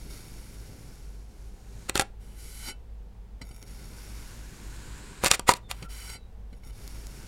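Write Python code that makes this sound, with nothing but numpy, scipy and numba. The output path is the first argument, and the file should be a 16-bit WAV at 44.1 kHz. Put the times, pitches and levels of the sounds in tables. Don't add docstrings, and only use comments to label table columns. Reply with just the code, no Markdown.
import sys
import numpy as np
from scipy import signal
from scipy.fft import rfft, irfft, next_fast_len
from scipy.io import wavfile
from numba import njit

SR = 44100
rng = np.random.default_rng(int(sys.argv[2]) if len(sys.argv) > 2 else 0)


def put_to_file(sound):
    columns = np.atleast_2d(sound).T
    safe = np.clip(columns, -1, 1)
    whole_steps = np.round(safe * 32767)
    wavfile.write(sys.argv[1], SR, whole_steps.astype(np.int16))


N = 320607
TIME = np.arange(N) / SR
SAND_DAMPING_HZ = 280
CUT_GRIP, TAP_GRIP = .16, .066
RIGHT_SIDE_UNTIL_S = 3

# start t/s, end t/s
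CUT_SPANS = [(-0.1, 1.87), (3.655, 5.24), (6.71, 7.3)]
# depth reached (0-1), level/dB of the crunch relative to the speed curve
CUT_DEPTHS = [(.62, -3.5), (1, -1.4), (.5, -1.5)]
# t/s, level/dB
CUT_SPEEDS = [
    [(0.0, -56), (0.098, -56), (0.108, -50.5), (0.252, -54.5), (0.998, -59.5), (1.278, -66.5),
     (1.45, -62.5), (1.532, -66), (1.86, -57)],
    [(3.68, -55.5), (3.688, -57), (3.962, -55.5), (3.98, -53), (4.326, -53), (4.436, -55.5), (4.826, -51.5),
     (5.2, -52.5)],
    [(6.72, -63.5), (6.82, -55.5), (7.26, -54)],
]
# start t/s, free t/s
PULL_SPANS = [(2.2, 2.7), (5.6, 6.14)]
# start t/s, end t/s, initial level/dB of steel, of hiss, of crunch
PULL_TUGS = [(2.19, 2.363, -67, -69, -74), (2.363, 2.69, -57.5, -55, -75), (5.72, 5.853, -60.5, -73, -62),
             (5.883, 6.135, -50, -59, -63.5)]
# middle t/s, half length t/s, level/dB
EXIT_ZINGS = [(2.65, .04, -48.5), (2.694, 0.023, -38.5), (6.1, 0.0058, -43), (6.153, 0.015, -45.5)]
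# t/s, crack level/dB, thud level/dB, thud centre f/Hz
BOARD_KNOCKS = [(1.8945, -9, -29, 374), (1.954, -7, -22, 374), (1.9754, -9.5, -32, 369),
                (1.9946, -4, -21, 560), (1.9982, -11.5, -43, 746), (2.0101, -11.5, -39.5, 778),
                (2.019, -21, -35.5, 818), (5.2367, -14, -14.5, 524), (5.244, -5, -34, 544),
                (5.2599, -7, -32.5, 458), (5.2657, -12, -39, 1220), (5.2808, -12.5, -39, 668),
                (5.3125, 3, -21, 1080), (5.3141, -13, -24.5, 1210), (5.3939, -13, -32.5, 983),
                (5.4904, -3.5, -7.5, 966), (5.5, -20, -23.5, 984), (5.5182, -17, -26.5, 1023),
                (5.536, -11, -36.5, 1210), (5.7115, -13, -35, 765.4)]
# middle t/s, half length t/s, level/dB
BOARD_SCRAPES = [(1.895, 0.0098, -36.5), (1.967, 0.015, -29), (2.008, 0.015, -29.5), (5.222, 0.012, -51.5),
                 (5.237, 0.011, -36), (5.265, 0.015, -19), (5.317, 0.011, -22.5), (5.343, 0.011, -22),
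                 (5.39, .025, -55.5), (5.49, 0.012, -20), (5.511, 0.01, -22.5), (5.562, .013, -42),
                 (5.713, .014, -36)]
# t/s, ring level/dB, thump level/dB
SAND_TAPS = [(2.683, -31, -53), (3.4127, -33.5, -45.5), (3.508, -45, -50), (3.6257, -49.5, -48.5),
             (5.8227, -36, -43), (6.148, -46, -48.5), (6.5255, -48.5, -50.5), (6.6314, -49.5, -59.5),
             (6.662, -53, -53), (6.6938, -46.5, -59)]
# t/s, level/dB
GRAIN_SNAPS = [(3.6258, -32), (5.567, -34), (5.571, -35), (6.8758, -28), (7.0674, -29)]
# middle t/s, half length t/s, level/dB
EDGE_GRAZES = [(3.48, 0.028, -64), (3.57, 0.12, -59.5), (6.56, 0.047, -71), (6.675, .035, -56)]
# middle t/s, half length t/s, f/Hz, glide/(Hz/s), level/dB
BLADE_SQUEAKS = [(5.663, 0.032, 3580, -2500, -62), (5.859, 0.026, 1370, -800, -48.5),
                 (6.22, .06, 3900, -1200, -66)]
# f/Hz, bandwidth/Hz, level/dB driven on the flat, level/dB driven at the edge
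BLADE_MODES = [(895, 65, -3, -4), (1375, 24, 1, 2), (1485, 18.3, 6.5, -9), (2055, 33, 5.5, -2),
               (2232, 67, 5.5, -0.5), (2660, 11, 2, -8), (2987, 32, 9.5, -14.5), (3663, 43, -6, -2),
               (4090, 45, 6, -20), (4673, 30, 10, -4), (5536, 69, 6, 3), (6030, 40, -22, -11),
               (6720, 130, -0.5, -3), (7140, 63, -9, -16.5), (7640, 40, 4.5, -8.5), (8070, 58, 2.5, -8.5),
               (8930, 18, 4.5, -13), (9390, 46, 7, 3.5), (10320, 120, -12, -3), (11030, 140, -4, -4.5),
               (11800, 82, -18, -5.5), (12900, 94, -25, -25)]
# f/Hz, bandwidth/Hz, level/dB
PINNED_MODES = [(980, 97, -7.5), (1360, 110, -0.5), (1590, 120, -5), (1968, 230, 2.5), (2450, 140, 1.5),
                (2780, 170, 3), (3220, 120, -6), (3620, 180, 2.5), (4330, 140, -3), (4680, 180, 0.5),
                (5820, 160, -4.5), (6990, 250, 3), (8300, 170, -1), (9200, 220, -2.5), (11000, 740, -16)]
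# f/Hz, 60 dB decay t/s, level/dB struck on the right, level/dB struck on the left
BOARD_MODES = [(110, 0.051, -5.5, -7.5), (225, 0.042, -15, -6.5), (381.7, 0.026, 1.5, -26),
               (550, 0.028, -0.5, -3.5), (793, 0.03, 8.5, -4.5), (977, 0.045, -16, 0.5),
               (1187, .03, -7.5, 1.5), (1378, 0.04, 11.5, -7.5), (1960, 0.018, -7.5, 1)]
# f/Hz, bandwidth/Hz, level/dB
DOME_MODES = [(232, 81, 0.5), (400, 130, -1.5)]
# f/Hz, level/dB
SHALLOW_SPECTRUM = [(1650, -31.5), (2800, -3.5), (3610, -6.5), (3940, -12), (4270, 1), (5560, -1),
                    (8670, -5), (11300, -4), (16000, -22.5)]
DEEP_SPECTRUM = [(1650, -42.5), (2800, -15.5), (3410, -11.5), (3830, 7.5), (6150, 0), (6820, 6), (8060, 6),
                 (15100, -17.5), (16000, -19.5)]
RUB_SPECTRUM = [(1500, -21), (4000, 3), (7500, 5.5), (8600, 5), (10800, 10), (13000, 3), (16000, -29)]
# f/Hz, level/dB
CRUNCH_SPECTRUM = [(350, -34.5), (600, -19.5), (816, -4.5), (955, 3), (1280, -3.5), (1460, 4), (1950, -2.5),
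                   (2240, -1.5), (3600, -7), (4680, -42), (7920, -120)]
CLUMP_SPECTRUM = [(59, -29.5), (100, 5), (161, -0.5), (201, -3.5), (385, -13.5), (661, -18.5), (800, -21),
                  (1040, -48.5), (1760, -120)]
GRIT_SPECTRUM = [(180, -50.5), (300, -18.5), (528, -9), (645, -11.5), (737, -6), (870, -10.5), (961, -18.5),
                 (1080, -18), (1190, -9), (1720, -10.5), (2000, -9), (2840, -12.5), (6300, -16.5),
                 (8220, -14.5), (16000, -29)]
# f/Hz, waver rate/Hz, level/dB
HUM_TONES = [(50.7, 2.5, -47), (92.7, 4.9, -68)]
# f/Hz, level/dB
RUMBLE_SPECTRUM = [(10, -0.5), (18, -1.5), (30, -4.5), (40, -1), (55, 3), (70, -12), (90, -14)]
ROOM_SPECTRUM = [(65, -27.5), (110, 4), (120, -14.5), (197, -7), (299, -21), (463, -14.5), (571, -22.5),
                 (717, -22.5), (780, -20), (921, -24), (1180, -29.5), (16000, -48.5)]


def cutting(depth, hiss, crunch):
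    slip = from_db(0.37 * drift(45))
    shallow = colour(grains(per_s=17000, spread_db=2.0), SHALLOW_SPECTRUM)
    deep = colour(grains(per_s=38000, spread_db=2.5), DEEP_SPECTRUM)
    sand = np.sqrt(1 - depth) * shallow + np.sqrt(depth) * deep
    steel = blade(grains(per_s=20000, spread_db=3.0), depth + CUT_GRIP, at_edge=True) * (1 - depth)
    slit_hz = 4100 + 4000 * depth
    slit = unit_rms(lowpass(noise(), 650)) * np.cos(2 * np.pi * np.cumsum(slit_hz) / SR)
    body = crunch * (.5 + .5 * depth) * colour(grains(per_s=11000), CRUNCH_SPECTRUM)
    return slip * (hiss * (from_db(-1.5) * sand + steel + from_db(-6.5) * slit) + body)


def cut_gains():
    hiss = crunch = crumble = 0
    usual_speed_db = -55
    for (start, end), (_, crunch_db), speed in zip(CUT_SPANS, CUT_DEPTHS, CUT_SPEEDS):
        moving = stroke(start, end)
        speed_db = np.interp(TIME, *np.transpose(speed))
        hiss += moving * from_db(speed_db - 1.67)
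        crunch += moving * from_db(speed_db + crunch_db)
        crumble += moving * from_db(-52 + 0.55 * (speed_db - usual_speed_db))
    return hiss, crunch, crumble


def blade_depth():
    depth = 0
    for k, (deepest, _) in enumerate(CUT_DEPTHS):
        drawn_out = ramp(*PULL_SPANS[k]) if k < len(PULL_SPANS) else 0
        depth += deepest * ramp(*CUT_SPANS[k]) ** 0.91 * (1 - drawn_out)
    return np.clip(depth, 0, 1)


def blade(drive, depth, at_edge=False):
    hz, width, flat_db, edge_db = np.transpose(BLADE_MODES)
    shares = from_db(edge_db if at_edge else flat_db) * np.sqrt(width)
    shares = 2 * shares / np.sqrt(np.sum(shares ** 2))
    ring = 0
    for mode_hz, free_width, share in zip(hz, width, shares):
        loss = np.pi * (free_width + SAND_DAMPING_HZ * depth) / SR
        ring += share * damped_mode(drive, 2 * np.pi * mode_hz / SR, loss)
    return ring


@njit
def damped_mode(drive, turn, loss):
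    out, state, spin = np.empty(len(drive)), 0j, np.exp(1j * turn)
    for i in range(len(drive)):
        state = state * spin * (1 - loss[i]) + drive[i] * np.sqrt(loss[i]) + 1e-18
        out[i] = state.real
    return out


def crumbling(cut_push):
    clumps = colour(grains(per_s=2100, spread_db=0.5), CLUMP_SPECTRUM)
    dome = unit_rms(resonate(grains(per_s=1700, spread_db=2.5), DOME_MODES))
    push = cut_push + from_db(-58) * sum(stroke(start, free) for start, free in PULL_SPANS)
    return push * from_db(1.4 * drift(11)) * (from_db(-1) * clumps + from_db(-8) * dome)


def pulling(depth):
    rub = hiss = crunch = 0
    rise_db_per_s = 22
    for start, end, steel_db, hiss_db, crunch_db in PULL_TUGS:
        tug = stroke(start, end) * from_db(rise_db_per_s * (end - start) * ramp(start, end))
        rub += tug * from_db(steel_db)
        hiss += tug * from_db(hiss_db)
        crunch += tug * from_db(crunch_db)
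    contact = grains(per_s=28000, spread_db=1.0)
    soft_contact = unit_rms(lowpass(contact, 4800, order=1))
    zing = swells(EXIT_ZINGS)
    steel = blade(from_db(-1.4) * rub * contact + from_db(-4) * zing * soft_contact, depth)
    loose = grains(per_s=13000)
    sand = (hiss + from_db(-14.5) * zing) * colour(loose, RUB_SPECTRUM)
    sand += crunch * colour(loose, CRUNCH_SPECTRUM)
    jolt = from_db(-12) * zing * unit_rms(resonate(loose, DOME_MODES))
    return steel + sand + jolt


def knocking():
    times, crack_db, thud_db, centre_hz = np.transpose(BOARD_KNOCKS)
    crush = bursts(times + .0009, crack_db, decay_s=0.00086) * np.tanh(2 * noise())
    crack = lowpass(from_db(-1) * crush + from_db(4.5) * resonate(crush, PINNED_MODES), 10500, order=3)
    thud = 0
    for hz, t60, right_db, left_db in BOARD_MODES:
        side_db = np.where(times < RIGHT_SIDE_UNTIL_S, right_db, left_db)
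        hardness_db = -8.6 * np.abs(np.log2(hz / centre_hz))
        scatter_db = .9 * rng.standard_normal(len(times))
        blows = impulses(times + .0014, thud_db + side_db + hardness_db + scatter_db)
        radius, turn = from_db(-60 / (t60 * SR)), 2 * np.pi * hz / SR
        thud += signal.lfilter([0, np.sin(turn)], [1, -2 * radius * np.cos(turn), radius ** 2], blows)
    return crack + from_db(1) * thud


def scraping():
    grit = colour(grains(per_s=12000), GRIT_SPECTRUM)
    steel = unit_rms(resonate(grains(per_s=12000, spread_db=1.1), PINNED_MODES))
    judder = grains(per_s=3300, spread_db=4.0)
    hz, t60, right_db, left_db = np.transpose(BOARD_MODES)
    width = np.log(1000) / (np.pi * t60)
    right = from_db(-8.5) * unit_rms(resonate(judder, zip(hz, width, right_db)))
    left = from_db(-10.5) * unit_rms(resonate(judder, zip(hz, width, left_db)))
    board = np.where(TIME < RIGHT_SIDE_UNTIL_S, right, left)
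    drag = swells(BOARD_SCRAPES) * from_db(0.93 * drift(260))
    return drag * (from_db(-5) * grit + from_db(-6.5) * steel + board)


def tapping(depth):
    times, ring_db, thump_db = np.transpose(SAND_TAPS)
    contact = bursts(times + 0.0026, ring_db, decay_s=0.0076) * noise()
    ring = blade(lowpass(contact, 2840, order=1), depth + TAP_GRIP)
    thump = bursts(times, thump_db, decay_s=0.021) * colour(noise(), CLUMP_SPECTRUM)
    return ring + from_db(4.5) * thump


def snapping():
    times, level_db = np.transpose(GRAIN_SNAPS)
    fracture = np.tanh(2 * colour(noise(), SHALLOW_SPECTRUM))
    return bursts(times + 0.0018, level_db, decay_s=0.00042) * fracture


def grazing(depth):
    scratch = swells(EDGE_GRAZES) * grains(per_s=5400, spread_db=4.0)
    return blade(scratch, depth + CUT_GRIP, at_edge=True)


def squeaking():
    out = 0
    for middle_s, half_s, hz, glide, db in BLADE_SQUEAKS:
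        t = TIME - middle_s
        phase = 2 * np.pi * (hz * t + glide * t * t / 2) + 1.3 * drift(190)
        out += from_db(db + 2.6 * drift(120)) * np.exp(-(t / half_s) ** 2) * np.sin(phase)
    return out


def reflections(x, t60):
    t = TIME[:SR // 2]
    tail = lowpass(rng.standard_normal(len(t)), 3000, order=1) * from_db(-60 * t / t60) * (t > .004)
    return signal.fftconvolve(x, tail / np.sqrt(np.sum(tail ** 2)))[:N]


def background():
    hum = 0
    for hz, rate, db in HUM_TONES:
        amplitude = np.sqrt(2) * from_db(db + 0.91 * drift(rate))
        hum += amplitude * np.sin(2 * np.pi * hz * TIME + 1.2 * drift(rate))
    rumble = from_db(-45.5) * colour(noise(), RUMBLE_SPECTRUM)
    return hum + rumble + from_db(-55.5) * colour(noise(), ROOM_SPECTRUM)


def from_db(db):
    return 10 ** (np.asarray(db) / 20)


def unit_rms(x):
    return x / np.sqrt(np.mean(x ** 2) + 1e-20)


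def noise():
    return rng.standard_normal(N)


def drift(rate):
    knots = rng.standard_normal(3200)
    return unit_rms(np.interp(TIME * rate, np.arange(len(knots)), knots))


def grains(per_s, spread_db=0):
    sizes = from_db(spread_db * np.minimum(rng.exponential(1, N), 5)) * noise()
    return unit_rms(sizes * (rng.random(N) < per_s / SR))


def colour(x, spectrum):
    hz, db = np.transpose(spectrum)
    size = next_fast_len(N)
    octave = np.log2(np.maximum(np.arange(size // 2 + 1) * SR / size, 1))
    beyond = np.abs(octave - np.clip(octave, np.log2(hz[0]), np.log2(hz[-1])))
    gain = from_db(np.interp(octave, np.log2(hz), db) - 24 * beyond)
    return unit_rms(irfft(rfft(x, size) * gain, size)[:N])


def resonate(x, modes):
    out = 0
    for k, (hz, width, db) in enumerate(modes):
        radius = np.exp(-np.pi * width / SR)
        feedforward = np.array([1, 0, -1]) * (1 - radius ** 2) / 2
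        feedback = [1, -2 * radius * np.cos(2 * np.pi * hz / SR), radius ** 2]
        out += (-1) ** k * from_db(db) * signal.lfilter(feedforward, feedback, x + 1e-18)
    return out


def lowpass(x, hz, order=2):
    return signal.sosfilt(signal.butter(order, hz, fs=SR, output="sos"), x + 1e-18)


def impulses(times, levels_db):
    train = np.zeros(N)
    train[np.round(times * SR).astype(int)] = from_db(levels_db)
    return train + 1e-18


def bursts(times, levels_db, decay_s):
    return signal.lfilter([1], [1, -np.exp(-1 / (decay_s * SR))], impulses(times, levels_db))


def swells(rows):
    return sum(from_db(db) * np.exp(-((TIME - middle_s) / half_s) ** 2) for middle_s, half_s, db in rows)


def ramp(start, end):
    return np.clip((TIME - start) / (end - start), 0, 1)


def stroke(start, end, attack_s=0.025, release_s=0.019):
    return ramp(start, start + attack_s) * (1 - ramp(end, end + release_s))


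def scene():
    depth = blade_depth()
    hiss, crunch, crumble = cut_gains()
    knife = grazing(depth) + cutting(depth, hiss, crunch) + crumbling(crumble) + pulling(depth)
    knife += tapping(depth) + snapping() + squeaking() + knocking() + scraping()
    return (knife + from_db(-22.5) * reflections(knife, t60=0.2) + background())[None]


def record(dry):
    treble_cut = signal.ellip(10, .1, 80, 15850, fs=SR, output="sos")
    return signal.sosfilt(treble_cut, np.clip(dry, -.88, .88))


dry = scene()
out = record(dry)
put_to_file(out)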